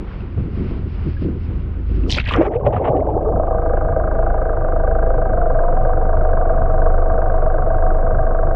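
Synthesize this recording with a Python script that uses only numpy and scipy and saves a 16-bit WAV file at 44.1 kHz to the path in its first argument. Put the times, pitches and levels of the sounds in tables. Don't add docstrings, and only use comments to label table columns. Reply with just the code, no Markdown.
import sys
import numpy as np
from scipy import signal
from scipy.fft import rfft, irfft, next_fast_len
from scipy.io import wavfile
from scipy.ndimage import uniform_filter1d, map_coordinates

SR = 44100
rng = np.random.default_rng(int(sys.argv[2]) if len(sys.argv) > 2 else 0)


def wav_out(sig):
    wavfile.write(sys.argv[1], SR, np.round(np.clip(np.atleast_2d(sig).T, -1, 1) * 32767).astype(np.int16))


def how_loud(loudness_db):
    steps = np.asarray(loudness_db, float) / 20
    return 10 ** steps


N = 377055
SUBMERGED_S = 2.12
CLEAR_S = 3.46
CYLINDERS = 6


def unit(x):
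    return x / np.sqrt(np.mean(x ** 2) + 1e-20)


def curves(rows, off=None):
    s, *cols = np.transpose(rows)
    return [uniform_filter1d(np.interp(np.arange(N) / SR, s, c, off, off), size=181) for c in cols]


def swells(rows, rise_s, under_db=-120):
    t = np.arange(0, N / SR, 1 / 1000)
    s, db, fade_s = np.transpose(rows)[:3, :, None]
    power = how_loud(db + 20 * np.minimum((t - s) / rise_s, (s - t) / fade_s)) ** 2
    summed = np.interp(np.arange(N) / SR, t, power.sum(0))
    return 10 * np.log10(summed + how_loud(under_db) ** 2 + 1e-14)


def wobble(rate):
    coarse = np.arange(0, N + 64, 64)
    knots = rng.standard_normal(int(N * rate / SR) + 4)
    return np.interp(np.arange(N), coarse, map_coordinates(knots, [coarse * rate / SR]))


def filtered(x, response):
    m = next_fast_len(N + SR // 2)
    return irfft(rfft(x, m) * response(np.fft.rfftfreq(m, 1 / SR)), m)[:N]


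def coloured(x, points):
    f, db = np.transpose(points)
    return unit(filtered(x, lambda hz: how_loud(np.interp(np.log(hz + 1), np.log(f + 1), db))))


def resonances(modes):
    def response(f):
        total = 0
        for k, (centre, width, db) in enumerate(modes):
            damping = 1j * f * width
            total = total + (-1) ** k * how_loud(db) * damping / (centre * centre - f * f + damping)
        return total
    return response


def noise(grit_db=None, rate=40):
    return rng.standard_normal(N) * (1 if grit_db is None else how_loud(grit_db * wobble(rate)))


def bubbles(s, gain, hz, cycles, rise):
    t = np.arange(int(min(.11, 2.3 * np.max(cycles / hz)) * SR)) / SR
    age = t * (hz / cycles)[:, None]
    turns = hz[:, None] * t * (1 + rise[:, None] * np.minimum(age, 1.5) / 2)
    wave = gain[:, None] * np.sin(2 * np.pi * turns) * np.exp(-3 * age) * (1 - np.exp(-(age / 0.1) ** 2))
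    wave *= np.minimum(1, 4 * (1 - t / t[-1]))
    at = np.round(s * SR).astype(int)[:, None] + np.arange(len(t))
    return np.bincount(at.ravel(), wave.ravel(), N + SR)[:N]


def swarm(t0, t1, pitch_hz, count, spread, cycles, rise, scatter_db):
    when, size, stretch, upper = rng.random((count, 4)).T
    s = t0 + (t1 - t0) * when
    hz = pitch_hz[(s * SR).astype(int)] * np.exp(spread * 2.45 * (stretch + upper - 1))
    gain = how_loud(-scatter_db * np.log(1 - size)) * np.sqrt(hz)
    cloud = bubbles(s, gain, hz, cycles + 0 * s, rise * stretch)
    return unit(cloud) * np.sqrt((t1 - t0) * SR / N)


# start_s, level_db, fade_20db_s
SURGES = [(0.375, -24, .5), (0.6, -25, .5), (1.0, -27, .15), (1.07, -23, .2), (1.24, -27, .4),
          (1.5, -29, .5), (1.9, -27, .5), (2.14, -32, .15), (2.4, -20, .06), (2.19, -22, .08),
          (2.35, -26, .1), (2.65, -24, .3), (2.78, -23, .2), (2.9, -22, .25), (3.14, -30, .2),
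          (3.3, -24, .25), (3.86, -34, .4), (4.29, -31, .15), (5.3, -31, .15), (6.59, -32, .6)]
# freq_hz, level_db
SLOSH = [(15, 1), (35, 5), (60, 10.5), (110, 15), (160, 6.5), (260, 0.5), (400, -60)]
# freq_hz, level_db
DEEP = [(1470, -26.5), (2500, 2.5), (3060, -3), (3440, -7.5), (4090, -15.5), (4840, -26), (5530, -36.5),
        (7840, -33), (10200, -57), (17200, -120)]


def water():
    steady_db = curves([(SUBMERGED_S, -36), (CLEAR_S + .5, -31.5)])[0]
    slosh = how_loud(swells(SURGES, .06, steady_db) + 3.0) * coloured(noise(2.2, 20), SLOSH)
    hiss_db = curves([(2.4, -110), (2.6, -89), (4.2, -70), (7.4, -70), (8.55, -76)])[0]
    return slosh + how_loud(hiss_db) * coloured(noise(2.0, 7.4), DEEP)


# start_s, level_db, fade_20db_s
GUSTS = [(0.0, -24, .05), (0.385, -22, .1), (0.43, -27, .2), (0.22, -32, .1), (0.585, -24, .4),
         (1.07, -23, .08), (1.23, -22, .1), (1.255, -19, .1), (1.29, -23, .15), (1.5, -32, .3),
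         (1.78, -34, .2), (1.9, -27, .3), (2.04, -18.5, .16)]
# freq_hz, level_db
PUFF = [(53, -27.5), (90, -7.5), (216, -3), (329, -4.5), (361, -3), (418, -11), (460, -14.5), (700, -32.5),
        (910, -78), (1540, -120)]
# freq_hz, level_db
SPRAY = [(260, -33), (450, -5), (629, -13), (780, -12.5), (838, -14.5), (967, -13.5), (1520, -15.5),
         (1660, -22.5), (2010, -21), (2800, -25), (7840, -58), (10200, -78.5), (17200, -120)]
# start_s, level_db, fade_20db_s
WAVELETS = [(.13, -55, .15), (.21, -55, .1), (.33, -57, .1), (.58, -50, .4), (.68, -52, .1),
            (.77, -53, .15), (.95, -52, .3), (1.08, -50, .4), (1.24, -52, .1), (1.43, -54, .2),
            (1.6, -60, .2), (1.95, -51, .4)]


def air():
    t = np.arange(N) / SR
    breeze_db = -38.5
    puff_db = swells(GUSTS, .025, breeze_db)
    puffs = how_loud(puff_db) * coloured(noise(2.6, 45), PUFF)
    spray_db = -42 - 2.2 * t + .08 * (puff_db - breeze_db)
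    breaking = coloured(noise(2, 30), [(700, -30), (1100, 0), (2000, 0), (2800, 0), (3700, -11), (4900, -10),
                                       (5600, -18), (7000, -60)])
    hiss = how_loud(spray_db - 1) * coloured(noise(1.5, 12), SPRAY)
    hiss += how_loud(swells(WAVELETS, .2)) * breaking
    dry_port = uniform_filter1d(1. * (t < SUBMERGED_S), size=400)
    return dry_port * (puffs + hiss)


# start_s, peak_db, pitch_hz
PLINKS = [(2.098, -14, 2900), (2.105, -16, 4170), (2.107, -20, 2900), (2.105, -27, 1800),
          (2.125, -11, 2950), (2.1181, -13, 4420), (2.125, -6, 3700), (2.134, -16, 4900),
          (2.136, -16, 3000), (2.146, -16, 3800), (2.1495, -13, 2950), (2.151, -14, 3750),
          (2.172, -23, 4300), (2.173, -18, 2450), (2.177, -17, 3200), (2.184, -12, 1350),
          (2.1786, -14, 2120), (2.186, -7, 2330), (2.2, -7.5, 2520), (2.213, -40, 5600), (2.241, -27, 2000),
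          (2.243, -30, 3300), (2.2134, -18.5, 2440), (2.2613, -18, 2374), (2.2674, -16, 1773),
          (2.2774, -19, 2736), (2.2875, -13, 2420), (2.276, -32, 4450), (2.255, -34, 4400),
          (2.294, -16, 2500), (2.319, -19, 2600), (2.329, -19, 2700), (2.363, -32, 5300),
          (2.3111, -11, 1094), (2.3376, -10, 2960), (2.3545, -9, 1210), (2.7661, -15, 1174),
          (3.2625, -23, 1060), (3.275, -27, 1100), (3.3997, -23, 1050), (3.43, -27, 1130),
          (3.5289, -18, 1076)]
# start_s, peak_db, pitch_hz
STRAYS = [(2.3624, -21, 1840), (2.4657, -27, 2140), (2.4828, -32, 1940), (2.5377, -29, 1780),
          (2.564, -30.5, 2370), (2.6658, -23, 1900), (2.7107, -41, 1840), (2.7447, -29, 1710),
          (2.8255, -38, 2030), (2.8435, -28, 1930), (2.8744, -29, 1950), (2.951, -38, 1700),
          (2.9701, -33, 1700), (3.0056, -35, 1980), (3.6202, -41, 1944), (3.7743, -43, 1750),
          (3.8944, -48.5, 1740)]
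# start_s, peak_db, pitch_hz, life_cycles, pitch_rise_share
GLUGS = [(2.367, -11, 470, 5.8, 0.06), (2.386, -3.5, 295, 6.8, 0.2), (2.396, -4.5, 327, 7, 0.15),
         (2.412, -7, 324, 10, 0.15), (2.474, -10, 396, 10, 0.15), (2.518, -24.5, 720, 30, 0.093),
         (2.559, -9, 452.4, 30, 0.27), (2.669, -8, 560, 40, 0.2), (2.664, -11, 800, 14, .02),
         (2.537, -15, 445, 14, .05), (2.612, -26, 1050, 20, .05), (2.726, -17, 800, 16, .1),
         (2.875, -12, 800, 14, .02), (2.905, -11, 560, 12, .02), (2.835, -13, 350, 8, .05),
         (3.165, -14, 740, 22, .05), (3.226, -17, 476, 12, .1), (3.372, -16, 630, 12, .05),
         (3.4, -16, 300, 4, .1), (2.625, -14, 125, 5, .1), (2.465, -16, 760, 14, .05),
         (2.95, -15, 740, 16, .05), (2.764, -11, 698, 12, 0.05), (2.802, -10, 465, 7.8, 0.35),
         (2.884, -8, 690, 30, -0.3), (2.935, -8, 480, 12, 0.05), (3.022, -9.5, 613, 10, 0.13),
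         (3.074, -10.5, 572, 8.8, 0.054), (3.129, -22, 542, 10, 0.094), (3.167, -7.5, 436, 11, 0.15),
         (3.25, -14, 583, 18, 0.11), (3.272, -9.5, 429, 24, 0.075), (3.302, -8.5, 432, 12, 0.19),
         (3.399, -9, 604, 15, 0.22), (2.56, -14, 110, 5, .15), (2.67, -10, 116, 5, .15),
         (2.9, -13, 135, 5, .1)]
# start_s, peak_db, pitch_hz, life_cycles, pitch_rise_share
SLAPS = [(.115, -38, 1600, 20, .05), (.206, -37, 2700, 20, .05), (.235, -25, 365, 8, .05),
         (.376, -14, 190, 2.2, .1), (.379, -21, 430, 2.5, .1), (1.224, -19, 400, 3, .1),
         (.585, -17, 280, 5, .05), (.99, -22, 150, 4, .1), (1.064, -18, 185, 4, .1),
         (1.169, -35, 1640, 40, .03), (1.221, -15, 250, 4, .1), (1.247, -12, 260, 3, .1),
         (1.286, -18, 330, 4, .1), (2.036, -36, 2600, 20, .05), (2.063, -33, 1200, 12, .1)]
# start_s, peak_db
TICKS = [(2.105, -16.5), (2.116, -9.5), (2.2884, -40), (2.3371, -33.5), (2.362, -32.5), (2.414, -44),
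         (2.427, -48), (2.4655, -46), (2.6728, -48), (2.6824, -48)]
# start_s, peak_db
SNAPS = [(2.4643, -36), (2.5376, -45), (2.5564, -38), (2.595, -49), (2.6289, -57), (2.6704, -38),
         (2.6814, -37), (2.7104, -49), (2.7447, -38), (2.7621, -37), (2.8174, -42), (2.8714, -39),
         (2.9502, -53), (2.9696, -48), (3.0056, -46), (3.2344, -57)]


def singles():
    small = [(*row, 11, .13) for row in PLINKS + STRAYS]
    s, db, hz, cycles, rise = np.transpose(small + GLUGS + SLAPS)
    out = bubbles(s - .12 * cycles / hz, how_loud(db + 2.5), hz, np.maximum(cycles, 2), rise)
    s, db = np.transpose(TICKS)
    out += bubbles(s, how_loud(db + 7), 6000 + 0 * s, 2.5 + 0 * s, 0 * s)
    s, db = np.transpose(SNAPS)
    return out + bubbles(s, how_loud(db - 1), 3100 + 0 * s, 3 + 0 * s, 0 * s)


# start_s, level_db, fade_20db_s, pitch_hz
SHEETS = [(2.116, -20, .1, 3800), (2.15, -23, .06, 3200), (2.178, -23, .05, 2800), (2.198, -22, .04, 2300),
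          (2.265, -23, .06, 2200), (2.29, -21, .08, 2300), (2.335, -22, .2, 1900), (2.38, -28, .1, 1400),
          (2.41, -28, .08, 1260)]
# start_s, level_db, fade_20db_s
FIZZ = [(2.116, -29.5, .035), (2.17, -60, .1), (2.27, -57.5, .07), (2.415, -59, .05), (2.475, -65, .04),
        (2.56, -74, .04)]
# start_s, level_db, fade_20db_s
SHOVES = [(2.1, -31, .2), (2.157, -17, .04), (2.19, -23, .025), (2.28, -28, .12), (2.325, -22, .06)]


def plunge():
    pitch_hz = curves(SHEETS)[2]
    cloud = swarm(2.06, 2.47, pitch_hz, count=800, spread=.27, cycles=9, rise=.3, scatter_db=2)
    fizz = coloured(noise(4, 200), [(3500, -40.5), (5000, 2.5), (7000, -5.5), (8500, -9.5), (11000, -14.5),
                                    (14000, -23), (16000, -55)])
    shove = coloured(noise(6.8, 90), [(150, -21), (250, 1.5), (600, -3.5), (1000, -7.5), (1500, -35.5)])
    out = how_loud(swells(SHEETS, .022) - 5.5) * cloud
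    out += how_loud(swells(FIZZ, .02) + 2.0) * fizz
    return out + how_loud(swells(SHOVES, .03)) * shove


# start_s, level_db, fade_20db_s
BELCHES = [(2.38, -14, .16), (2.415, -13, .04), (2.48, -20, .1), (2.675, -13, .06), (2.74, -21, .15),
           (2.81, -19, .3), (2.874, -17, .3), (2.95, -18, .15), (3.09, -23, .5)]
# start_s, level_db, fade_20db_s
FROTH = [(2.34, -24, .1), (2.42, -29, .05), (2.475, -42, .06), (2.55, -46, .04), (2.668, -36, .03),
         (2.73, -42, .2), (2.765, -39, .05), (2.83, -39, .12), (2.88, -37, .04), (2.97, -50, .04),
         (2.6, -54, .04), (3.014, -50, .12), (3.1, -53, .1), (3.22, -56, .1), (3.75, -58, .2),
         (4.3, -58, .4)]
# freq_hz, level_db
FOAM = [(150, -47.5), (250, -19), (458, 4), (759, -6), (1010, -17.5), (1220, -27.5), (1560, -35),
        (1990, -36.5), (2900, -41), (3700, -56), (4470, -74), (5600, -98), (10200, -116), (17200, -120)]


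def gurgle():
    leak_db = curves([(2.36, -23), (3.6, -23)], off=-120)[0]
    glug_db = swells(BELCHES, .05, leak_db)
    foam_db = swells(FROTH, .03, leak_db - 43)
    fading = curves([(3.38, 2.5), (3.5, -10)])[0]
    size_hz = curves([(2.33, 735), (2.37, 490), (2.43, 431), (2.5, 568.6), (2.8, 606), (3.2, 517), (3.6, 598)])[0]
    cloud = swarm(2.3, 3.6, size_hz, count=320, spread=.33, cycles=15, rise=.3, scatter_db=1)
    churn = coloured(noise(3, 50), [(150, -8), (250, 0), (800, 0), (1250, -9), (1500, -25), (4000, -60)])
    churn *= .5 * np.max(uniform_filter1d(np.abs(cloud), size=SR))
    churn *= curves([(2.3, 1), (3.6, 1)], off=0)[0]
    muffling = [(130, -12), (250, -1), (780, -0.5), (950, -8), (1400, -17), (4000, -62), (6000, -100)]
    muffled = coloured(cloud + churn, muffling) * np.std(cloud)
    foam = coloured(coloured(noise(5.5, 60), FOAM), [(800, -52.5), (1100, -7)])
    return how_loud(glug_db + fading - 4.5) * muffled + how_loud(foam_db + 3.0) * foam


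# time_s, rate_hz
FIRING = [(0.0, 27.15), (1.0, 25.98), (2.0, 26.63), (3.1, 27.94), (3.6, 26.37), (4.1, 26.42), (4.6, 26.14),
          (5.0, 26.35), (5.3, 26.1), (5.45, 24.2), (5.65, 22.35), (5.85, 24.44), (6.1, 25.61), (6.3, 24.46),
          (6.55, 24.48), (7.0, 25.1), (7.5, 24.73), (8.55, 24.88)]


def gears(crank):
    ahead = curves([(s - .1, rate) for s, rate in FIRING])[0]
    hz = 30 * uniform_filter1d(ahead, size=int(.15 * SR))
    whine_db = -30.5
    db = np.minimum(whine_db - .16 * (hz - 745), -25)
    sag_hz = 13 * np.clip((800 - hz) / 50, .2, 1)
    hz = hz - sag_hz * np.cos(2 * np.pi * (crank - 3.1) / CYLINDERS) + 1.5 * wobble(30)
    under = curves([(3.35, 0), (3.4, 1)])[0]
    in_gear = curves([(5.6, 0), (6.8, 1)])[0]
    slack_db = -9 * np.exp(-(((crank - .75) % 3 - 1.5) / .2) ** 2)
    mesh = 2 * np.pi * np.cumsum(hz) / SR
    whine = under * how_loud(db + slack_db + 2.5 * wobble(18)) * np.sin(mesh)
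    partner = in_gear * how_loud(whine_db - 12 + 3 * wobble(40)) * np.sin(3 * mesh / 2 + 1.1 * wobble(40))
    return np.sqrt(2) * (whine + partner)


# time_s, level_db
HEAVE = [(0.0, -36), (0.5, -38), (0.71, -29), (0.9, -37), (1.4, -31), (1.9, -33), (2.1, -26), (2.3, -35),
         (2.9, -35), (3.3, -21), (3.97, -19.5), (4.81, -15), (5.28, -16.5), (5.43, -13.5), (8.55, -13.5)]
# start_s, level_db, fade_20db_s
ROLLS = [(0.71, -27, .8), (1.9, -19.5, .9), (2.3, -24, .3), (3.08, -23, .8), (3.7, -23, 1.2),
         (4.3, -23, 1.5), (4.9, -24, 1), (5.25, -24, .25), (5.95, -30, 1), (8.2, -28, 2)]
# time_s, level_db
THIRD = [(0, -37), (1.2, -25), (2.3, -24), (2.45, -33), (3.0, -27), (5.7, -29), (5.95, -23.5), (7.0, -23.5),
         (8.55, -26)]


def hull_thrum(heave, crank):
    def order(multiple, level_db, offset=0):
        return np.sqrt(2) * how_loud(level_db) * np.cos(multiple * 2 * np.pi * crank + offset)
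    thrum = np.sqrt(2) * how_loud(curves(HEAVE)[0] + 1.2 * wobble(6.1)) * np.cos(2 * np.pi * heave)
    thrum += order(2, swells(ROLLS, .9, -34) - 1 + 2.5 * wobble(9), 1.4 + .55 * wobble(8))
    thrum += order(3, curves(THIRD)[0] - 1 + 1.5 * wobble(9), 4.45 + .55 * wobble(8))
    thrum += order(1.5, -35 + 5.5 * wobble(5), 1.2 * wobble(6))
    return thrum + order(7, -46)


# freq_hz, width_hz, level_db
BLOCK = [(1340, 220, -5), (1590, 260, 0), (2090, 590, -11)]
# freq_hz, level_db
KNOCK = [(680, -20), (1150, -1), (1260, -2.5), (1610, -4), (1730, -15), (1810, -22), (1960, -26.5),
         (2340, -35.5), (4000, -60.5), (5200, -91.5), (8800, -120)]


def block_knock(phase, fired, habit):
    rattle = (np.exp(-phase / .14) + .22) * (noise() + .45 * habit)
    knock = coloured(filtered(0.85 * unit(fired) + unit(rattle), resonances(BLOCK)), KNOCK)
    flow = coloured(noise() * (.9 + np.exp(-phase / .25)),
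                    [(1500, -30.5), (1850, 2), (2200, -1.5), (2500, -16.5), (3300, -26), (4500, -50.5)])
    return knock + how_loud(-21.5) * flow


# freq_hz, width_hz, level_db
PLATES = [
    [(324.8, 90, -10.5)],
    [(474.3, 50, -3), (541.4, 60, -9)],
    [(640, 40, 1.5), (695, 50, -8)],
    [(761.5, 50.7, -9)],
    [(950, 70, -17.5)],
    [(1070, 50, -16)],
    [(1160, 55, -14)],
    [(1300, 70, -16)],
]
IDLING = [(2, -4, 1, 0, 4, -7, -6, -4), (-1, -1, 1, -2, -8, -8, 2, -7), (-2, 3, 3, 0, -2, -8, -6, -1),
          (3, 2, -1, 0, -6, 1, 0, -7), (2, 3, -5, 3, -5, -9, -2, 3), (-4, -6, 2, -3, -9, -3, -6, -3)]
LOADED = [(-2, 1, 4, 0, 5, -3, -1, -8), (-2, -1, -3, 1, -5, -3, -2, -2), (0, -1, 2, -2, 0, -6, -2, -5),
          (-1, 2, 0, 1, 6, 2, 2, -1), (-4, 0, -7, 0, 6, -6, -1, -1), (2, 1, 2, -3, -3, -4, -1, 0)]
ARRIVES = [.35, .1, .1, .2, .08, .1, .3, .08]
SHAFT = [1.1, 1.15, 1.05, 1, .8, .6, .65, .55]
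# freq_hz, level_db
PORT = [(150, -18), (280, -3), (790, -1), (860, -3.5), (1250, -2), (1800, -25.5), (4000, -70.5)]


def plate_ring(crank, cylinder, fired, habit):
    phase = crank % 1
    push = unit(phase / .17 * np.exp(1 - phase / .17) * (.6 * noise() + habit))
    rumble = noise()
    load = curves([(5.25, 0), (5.6, 1)])[0]
    scatter_db = 1.3 * rng.standard_normal((N // 1000, len(PLATES)))[np.cumsum(fired)].T
    ring = 0
    for k, (idle_db, load_db) in enumerate(zip(np.transpose(IDLING), np.transpose(LOADED))):
        strike_db = (1 - load) * idle_db[cylinder] + load * load_db[cylinder] + scatter_db[k]
        arrived = np.diff(np.floor(crank - ARRIVES[k]), prepend=0) > 0
        blow = .85 / SHAFT[k] * unit(arrived) + .5 * push
        mean_db = (1 - load) * idle_db.mean() + load * load_db.mean()
        shaft = (SHAFT[k] + .25 * load) * how_loud(mean_db) * rumble
        ring = ring + (-1) ** k * filtered(how_loud(strike_db) * blow + shaft, resonances(PLATES[k]))
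    return coloured(ring, PORT)


# time_s, lag_cycles
LAG = [(0, .53), (5.3, .53), (5.65, .83), (8.55, .83)]


def engine():
    heave = -1.44 + np.cumsum(curves(FIRING)[0]) / SR
    crank = heave - curves(LAG)[0]
    cylinder = np.floor(crank % CYLINDERS).astype(int)
    fired = np.diff(cylinder, prepend=0) != 0
    since = np.arange(N) - np.maximum.accumulate(np.arange(N) * fired)
    habit = rng.standard_normal((CYLINDERS, SR // 10))[cylinder, since]
    after = np.arange(N) / SR - CLEAR_S
    ring_db = -20 + np.minimum(33 * after, -.5 * after)
    knock_db = np.minimum(np.interp(after, [-.3, .25], [-58, -41.5]), ring_db)
    out = hull_thrum(heave, crank) + gears(crank)
    out += how_loud(knock_db + 3.0) * block_knock(crank % 1, fired, habit)
    return out + how_loud(ring_db) * plate_ring(crank, cylinder, fired, habit)


def scene():
    return (water() + air() + singles() + plunge() + gurgle() + engine())[None]


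def top_cut(x):
    return signal.sosfilt(signal.butter(12, 14200, fs=SR, output="sos"), x)


# freq_hz, level_db
MICROPHONE = [(20, 0.5), (5000, 0), (8000, -9), (12000, -24), (16000, -41.5)]


def record(dry):
    heard = coloured(dry[0], MICROPHONE)[None] * np.std(dry)
    limited = heard / (1 + np.abs(heard / .95) ** 10) ** (1 / 10)
    return top_cut(limited)


dry = scene()
out = record(dry)
wav_out(out)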